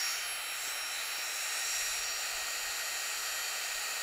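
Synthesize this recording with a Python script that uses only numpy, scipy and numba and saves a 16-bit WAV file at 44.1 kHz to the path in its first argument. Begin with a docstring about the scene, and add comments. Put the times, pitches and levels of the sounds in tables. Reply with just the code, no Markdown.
"""A palm-sized battery pump blows air into a sleeping mat on a windy hilltop, a metre from one microphone.
Noise through resonances makes the rushing air; sines on multiples of the shaft speed make the impeller's whine.
A hand working round the valve shades the air and the tones, then lifts away; two dull knocks are its nudges.
Low filtered noise, swelling in puffs, is light wind on the microphone over a faint far hush."""
import sys
import numpy as np
from scipy import signal
from scipy.io import wavfile
from scipy.ndimage import uniform_filter1d
from numba import njit

SR = 44100
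rng = np.random.default_rng(int(sys.argv[2]) if len(sys.argv) > 2 else 0)


def level_to_linear(level):
    """Convert decibel levels to linear amplitude factors, elementwise."""
    exponent = np.asarray(level, float) / 20
    return 10 ** exponent


def unload_audio(sound):
    """Save the sound as a 16-bit wav file, at the path given as the first command line argument."""
    columns = np.transpose(np.atleast_2d(sound))
    # keep every value between -1 and 1, then stretch to whole-number steps
    steps = np.round(np.clip(columns, -1, 1) * 32767)
    wavfile.write(sys.argv[1], SR, steps.astype(np.int16))


N = 177365
T = np.arange(N) / SR
AIR_FLICKER_DB, FLICKER_RATE_HZ = 0.35, 12


def curves(table):
    """Draws each column of a table as a line through time."""
    times, *columns = np.transpose(table)
    return [np.interp(T, times, column) for column in columns]


def bump(centre_s, length_s):
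    """A smooth rise and fall from 0 to 1 and back."""
    phase = np.clip((T - centre_s) / length_s, -0.5, 0.5)
    return np.cos(np.pi * phase) ** 2


def walk(rate_hz):
    """Random levels, each held for 1 / rate and smoothed twice; their spread is near 1."""
    hold = int(SR / rate_hz)
    steps = np.repeat(rng.standard_normal(N // hold + 1), hold)
    smooth = uniform_filter1d(uniform_filter1d(steps, hold), hold)
    return 1.38 * smooth[:N]


@njit
def band_pass(x, hz, width_hz):
    """A resonance whose centre may move; a tone at the centre passes at its own level."""
    y, band, low = np.empty(len(x)), 0., 0.
    for i in range(len(x)):
        g = np.tan(np.pi * hz[i] / SR)
        damping = np.pi * width_hz / SR * (1 + g * g) / g
        v = (band + g * (x[i] - low)) / (1 + g * (g + damping))
        band, low, y[i] = 2 * v - band, low + 2 * g * v, damping * v
    return y


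def ring(hz, width_hz, flicker_db):
    """Turbulence (noise) through the same resonance twice, set to rms 1, then flickering in level."""
    centre = hz * np.ones(N)
    air = rng.standard_normal(N)
    for _ in range(2):
        air = band_pass(air, centre, 1. * width_hz)
    return air / air.std() * level_to_linear(flicker_db * walk(FLICKER_RATE_HZ))


def rush(modes, flicker_db):
    """A group of resonances, each fed by its own eddies."""
    return sum(level_to_linear(db) * ring(hz, width, flicker_db) for hz, width, db in modes)


# fingers working on the valve: (time [s], cover [0-1], intake ring [Hz])
FINGERS = [(0.0, 0.09, 7050), (0.12, 0.03, 6950), (0.2, 0.3, 7100), (0.29, 0.54, 7400), (0.42, 1.0, 7480),
           (0.54, 0.76, 7500), (0.63, 0.7, 7350), (0.71, 0.57, 7800), (0.79, 0.62, 7250),
           (0.92, 0.44, 7500), (1.0, 0.5, 7300), (1.09, 0.55, 7300), (1.2, 0.3, 7230), (1.3, 0.44, 7300),
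           (1.42, 0.44, 7260), (1.56, 0.22, 7060), (1.75, 0.0, 7340), (2.1, 0.17, 7120)]


def hand():
    """Shares of three hand positions (on the valve, hovering, gone), then the finger cover."""
    lifted = np.clip((T - 1.2) / 0.15, 0, 1)  # (T - start [s]) / time the move takes [s]
    gone = np.clip((T - 1.955) / 0.17, 0, 1)
    cover = curves(FINGERS)[0]
    return np.array([1 - lifted, lifted - gone, gone, cover])


# resonances of each air path, relative levels: (centre [Hz], width of each filter pass [Hz], level [dB])
HOUSING = [(1380, 510, -5.5), (1966, 710, -5), (2536, 790, -2.5), (3350, 530, -18)]
MAT = [(323, 140, -20.5), (473, 244, -11), (754, 430, 1)]
NOZZLE = [(3972, 470, 0)]
NOZZLE_UPPER = [(4467, 700, 1.5), (5360, 1050, -11.5)]
GAP = [(5800, 1400, -1.1), (6600, 900, -1.7)]
LEAK = [(8025, 340, 1), (8780, 2500, -0.5), (9820, 500, -1.2)]
TOP = [(10950, 1300, -5), (12250, 500, -13), (12300, 1200, -15), (12900, 510, -6.5), (13600, 800, -7.5),
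       (14600, 900, -8), (15400, 900, -13)]
# how the hand sets each path's level; rows: housing, mat, nozzle, upper nozzle, gap, intake, leak, top
# (hand on valve [dB], hovering [dB], gone [dB], change at full cover [dB])
PATH_LEVELS = [(-41, -40.5, -41, -1.5), (-53, -52.5, -51.5, -0.5), (-47, -46, -49, -1.5),
               (-45, -47, -44.5, -10.5), (-46, -46.5, -52, -11.5), (-43.5, -41.5, -41.5, -7),
               (-59.5, -51, -53.5, 0.5), (-52, -51, -53, 1)]
# one band of the rushing air swells or fades for a moment:
# (centre time [s], length [s], path [name], change [dB])
AIR_SWELLS = [(0.039, 0.38, "housing", 1.5), (0.24, 0.56, "nozzle", -6), (0.58, .15, "nozzle", -4),
              (1.72, .5, "gap", 1), (0.45, .4, "gap", -3), (1.75, .45, "intake", 1.5),
              (1.17, .25, "gap", -4), (0.68, .16, "gap", 4), (1.58, .1, "leak", 3),
              (0.82, .12, "intake", -3), (0.99, 0.17, "nozzle", 5), (1.2, .25, "nozzle", 2),
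              (0.29, 0.28, "intake", -7), (0.65, 0.27, "intake", 4), (0.99, .3, "intake", 1.5),
              (0.85, 0.56, "upper", -7.5), (1.28, 0.23, "upper", -7), (0.31, .4, "leak", 3.5),
              (0.85, .3, "top", -4), (1.08, .2, "top", 1), (1.38, .15, "gap", 4), (2.11, .2, "leak", -3.5)]


def airflow():
    """Rushing air rings each path; the hand shades every path differently and slides the intake's ring."""
    intake = [(curves(FINGERS)[1], 1000, -1)]  # centre [Hz], width [Hz], level [dB]
    paths = dict(housing=HOUSING, mat=MAT, nozzle=NOZZLE, upper=NOZZLE_UPPER,
                 gap=GAP, intake=intake, leak=LEAK, top=TOP)
    pose = hand()
    _, hovering, gone, _ = pose
    levels_db = dict(zip(paths, np.array(PATH_LEVELS) @ pose))
    for centre, length, name, db in AIR_SWELLS:
        levels_db[name] = levels_db[name] + db * bump(centre, length)
    # while the hand is near, its small movements stir the treble paths
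    for name in "upper", "gap", "intake", "leak":
        levels_db[name] = levels_db[name] + 0.6 * (1 - gone) * walk(9)
    air = sum(level_to_linear(levels_db[name]) * rush(modes, AIR_FLICKER_DB) for name, modes in paths.items())
    # the bounce off the ground weakens a narrow band: centre 1018 Hz, width 93 Hz
    air = air - 0.65 * band_pass(air, 1018 * np.ones(N), 93.)
    # a second dip opens by half as the hand hovers, fully once it has gone
    dip_depth = 0.61 * (hovering / 2 + gone)
    return air - dip_depth * band_pass(air, 2173 * np.ones(N), 170.)


# the fingers part suddenly and close again slowly: (start time [s], length [s], opening [0-1])
PARTINGS = [(-0.05, .28, 0.9), (0.58, .34, 0.7), (0.964, 0.44, 0.65)]


def parted():
    """How far the fingers stand apart: a quick opening, then a slow close."""
    total = 0
    for start, length, opening in PARTINGS:
        opened = np.clip((T - start) / 0.025, 0, 1)
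        closing = np.clip(2 - 2 * (T - start) / length, 0, 1)
        total = total + opening * opened * closing
    return total


# shaft speed before its small random hunting: (time [s], speed [Hz])
SHAFT_SPEED = [(0.0, 620.9), (0.17, 618.7), (0.31, 619.1), (0.4, 617.9), (0.63, 616.8), (0.79, 619.2),
               (0.94, 617.9), (0.99, 616.0), (1.25, 619.3), (1.37, 619.0), (1.45, 620.0), (1.53, 618.0),
               (1.68, 623.3), (1.85, 625.6), (1.97, 623.4), (2.11, 625.4), (2.22, 624.4), (2.36, 626.0),
               (2.75, 626.7), (2.86, 628.1), (2.94, 626.5), (3.08, 625.7), (3.2, 627.8), (3.42, 628.5),
               (3.54, 625.8), (3.71, 624.3), (3.8, 622.7), (4.02, 623.6)]
# shaft tones that the hand shades: (multiple of shaft speed, hand on valve [dB], hovering [dB], gone [dB],
# change at full cover [dB], change with fingers parted [dB], change with speed once gone [dB per Hz])
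TONES = [(3, -54.5, -49.5, -48.5, -8, 3, 0.2), (5, -57.5, -66, -55, 5, -1, 1.0),
         (8, -60.5, -56.5, -61, -1, 3, 0.1), (9, -44, -42, -49.5, -9, 0.3, 0.6),
         (10, -65.5, -72, -74, -3, 0.1, 0.1), (15, -62, -74, -74, 0, 0.1, -4),
         (16, -64, -63, -62, 5, 11, -0.5), (17, -57.5, -64, -62, 5.5, 0, -1.0),
         (18, -51, -47.5, -55.5, 0.5, 0.2, 1.9), (19, -62, -56, -57.5, -3, 5, -1),
         (20, -73, -70, -73, 9, -3, 4), (21, -64, -69, -62.5, -2, 3, 0.1), (22, -71, -70, -73, 1, 10, 0.1),
         (23, -67, -72, -68, 1, 14, -0.5), (24, -59, -59, -61, -5, 1, -1.2),
         (25, -74, -72, -74, -2, 15, 0.1)]
# one tone of the whine swells or fades for a moment:
# (centre time [s], length [s], multiple of shaft speed, change [dB])
TONE_SWELLS = [(0.04, .3, 9, 9), (2, .4, 25, -12), (0.25, 0.65, 5, 5), (0.07, .2, 18, 4.5),
               (0.21, .1, 18, -3), (0.31, .18, 18, 9), (0.84, .3, 9, 5), (0.4, .12, 9, -1),
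               (0.52, .14, 9, 3), (0.7, .12, 9, 5), (1.0, .14, 9, -4), (1.27, .35, 9, 2), (0.8, .5, 5, 2),
               (0.76, .3, 18, -5.5), (1.01, .12, 18, -3), (1.35, .4, 5, -14), (1.25, .3, 18, -10),
               (1.4, .35, 24, 5), (1.5, 0.53, 18, -9), (1.7, .25, 5, 13), (2.02, .25, 19, -12),
               (2.12, 0.4, 9, 7.5), (3, .4, 16, 6), (2.25, 0.58, 18, -8), (3.5, .6, 17, -8),
               (4.5, .3, 5, -14), (1.5, .35, 16, -6), (0.08, .3, 21, 7), (0.05, .3, 19, -4),
               (2, .3, 17, -1), (0.8, .2, 16, 5), (1.1, .6, 10, 7), (1.25, .3, 15, 5), (2, 0.26, 5, 4.5),
               (3.5, .6, 5, 2), (0, .4, 8, 5), (1.25, .25, 21, 3), (2.05, .2, 23, 6)]
# weaker tones that only waver: (multiple of shaft speed, level [dB])
WEAK_TONES = [(2, -61), (4, -58), (6, -60.5), (13, -76)]


def impeller():
    """The nine-bladed wheel's whine: sines locked to a slightly hunting shaft, each wavering alone."""
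    speed_hz = curves(SHAFT_SPEED)[0]
    turns = np.cumsum(speed_hz + 0.2 * walk(45.76)) / SR
    pose = hand()
    gone = pose[2]
    controls = np.vstack([pose, parted(), gone * (speed_hz - 626)])  # 626 Hz: cruising speed
    levels_db = {round(multiple): np.array(row) @ controls for multiple, *row in TONES}
    for centre, length, multiple, db in TONE_SWELLS:
        key = round(multiple)
        levels_db[key] = levels_db[key] + db * bump(centre, length)
    levels_db[3] = levels_db[3] + 2 * walk(60)  # the third multiple sounds rough
    for multiple, db in WEAK_TONES:
        levels_db[round(multiple)] = db + 1.5 * walk(3.9)
    whine = np.zeros(N)
    for multiple, db in levels_db.items():
        rms = level_to_linear(db + 0.7 * walk(29.85))
        whine += np.sqrt(2) * rms * np.sin(2 * np.pi * (multiple * turns + rng.random()))
    return whine


# puffs of wind: (centre time [s], length [s], rise over the breeze [dB])
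GUSTS = [(0.35, .3, 4), (1.2, .15, 3), (1.872, 0.77, 12), (2.15, .25, 6), (2.38, .4, 9), (2.66, 0.26, 12),
         (2.93, 0.18, 12), (3.17, .2, 8), (3.45, .35, 4), (3.77, .15, 7), (4.02, .15, 4)]
# far hush under the pump: (centre [Hz], width of each filter pass [Hz], level [dB])
HUSH = [(170, 330, -77.5)]


def wind():
    """Low rumble of air on the microphone, swelling in puffs, over a faint far hush."""
    breeze_db = -73
    gust_db = breeze_db + sum(db * bump(centre, length) for centre, length, db in GUSTS)
    rumble = level_to_linear(gust_db) * ring(26.6, 40.4, flicker_db=1.5)
    return rumble + rush(HUSH, AIR_FLICKER_DB)


# a finger nudges the valve: (time [s], level before the soft onset and decay [dB])
NUDGES = [(0.677, -39), (1.184, -40)]


def nudges():
    """Short dull plastic knocks: a dying sine with a soft fingertip onset."""
    pitch_hz, rise_s, t60_s = 380, 0.001, 0.018  # t60: time for the decay to fall 60 dB
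    out = np.zeros(N)
    for start, db in NUDGES:
        age = np.maximum(T - start, 0)
        onset = 1 - np.exp(-age / rise_s)
        decay = np.exp(-np.log(1000) * age / t60_s)
        out += level_to_linear(db) * np.sin(2 * np.pi * pitch_hz * age) * onset * decay
    return out


def scene():
    """One microphone hears everything and feeds both channels."""
    mono = airflow() + impeller() + wind() + nudges()
    return np.tile(mono, (2, 1))


def roll_off(x):
    """The treble ends steeply here."""
    return signal.sosfilt(signal.butter(12, 15970, fs=SR, output="sos"), x)


def record(dry):
    """The recorder steeply cuts everything above 15690 Hz."""
    top_cut = signal.ellip(16, 0.3, 60, 15690, fs=SR, output="sos")
    mix = signal.sosfilt(top_cut, dry)
    return roll_off(mix)


dry = scene()
out = record(dry)
unload_audio(out)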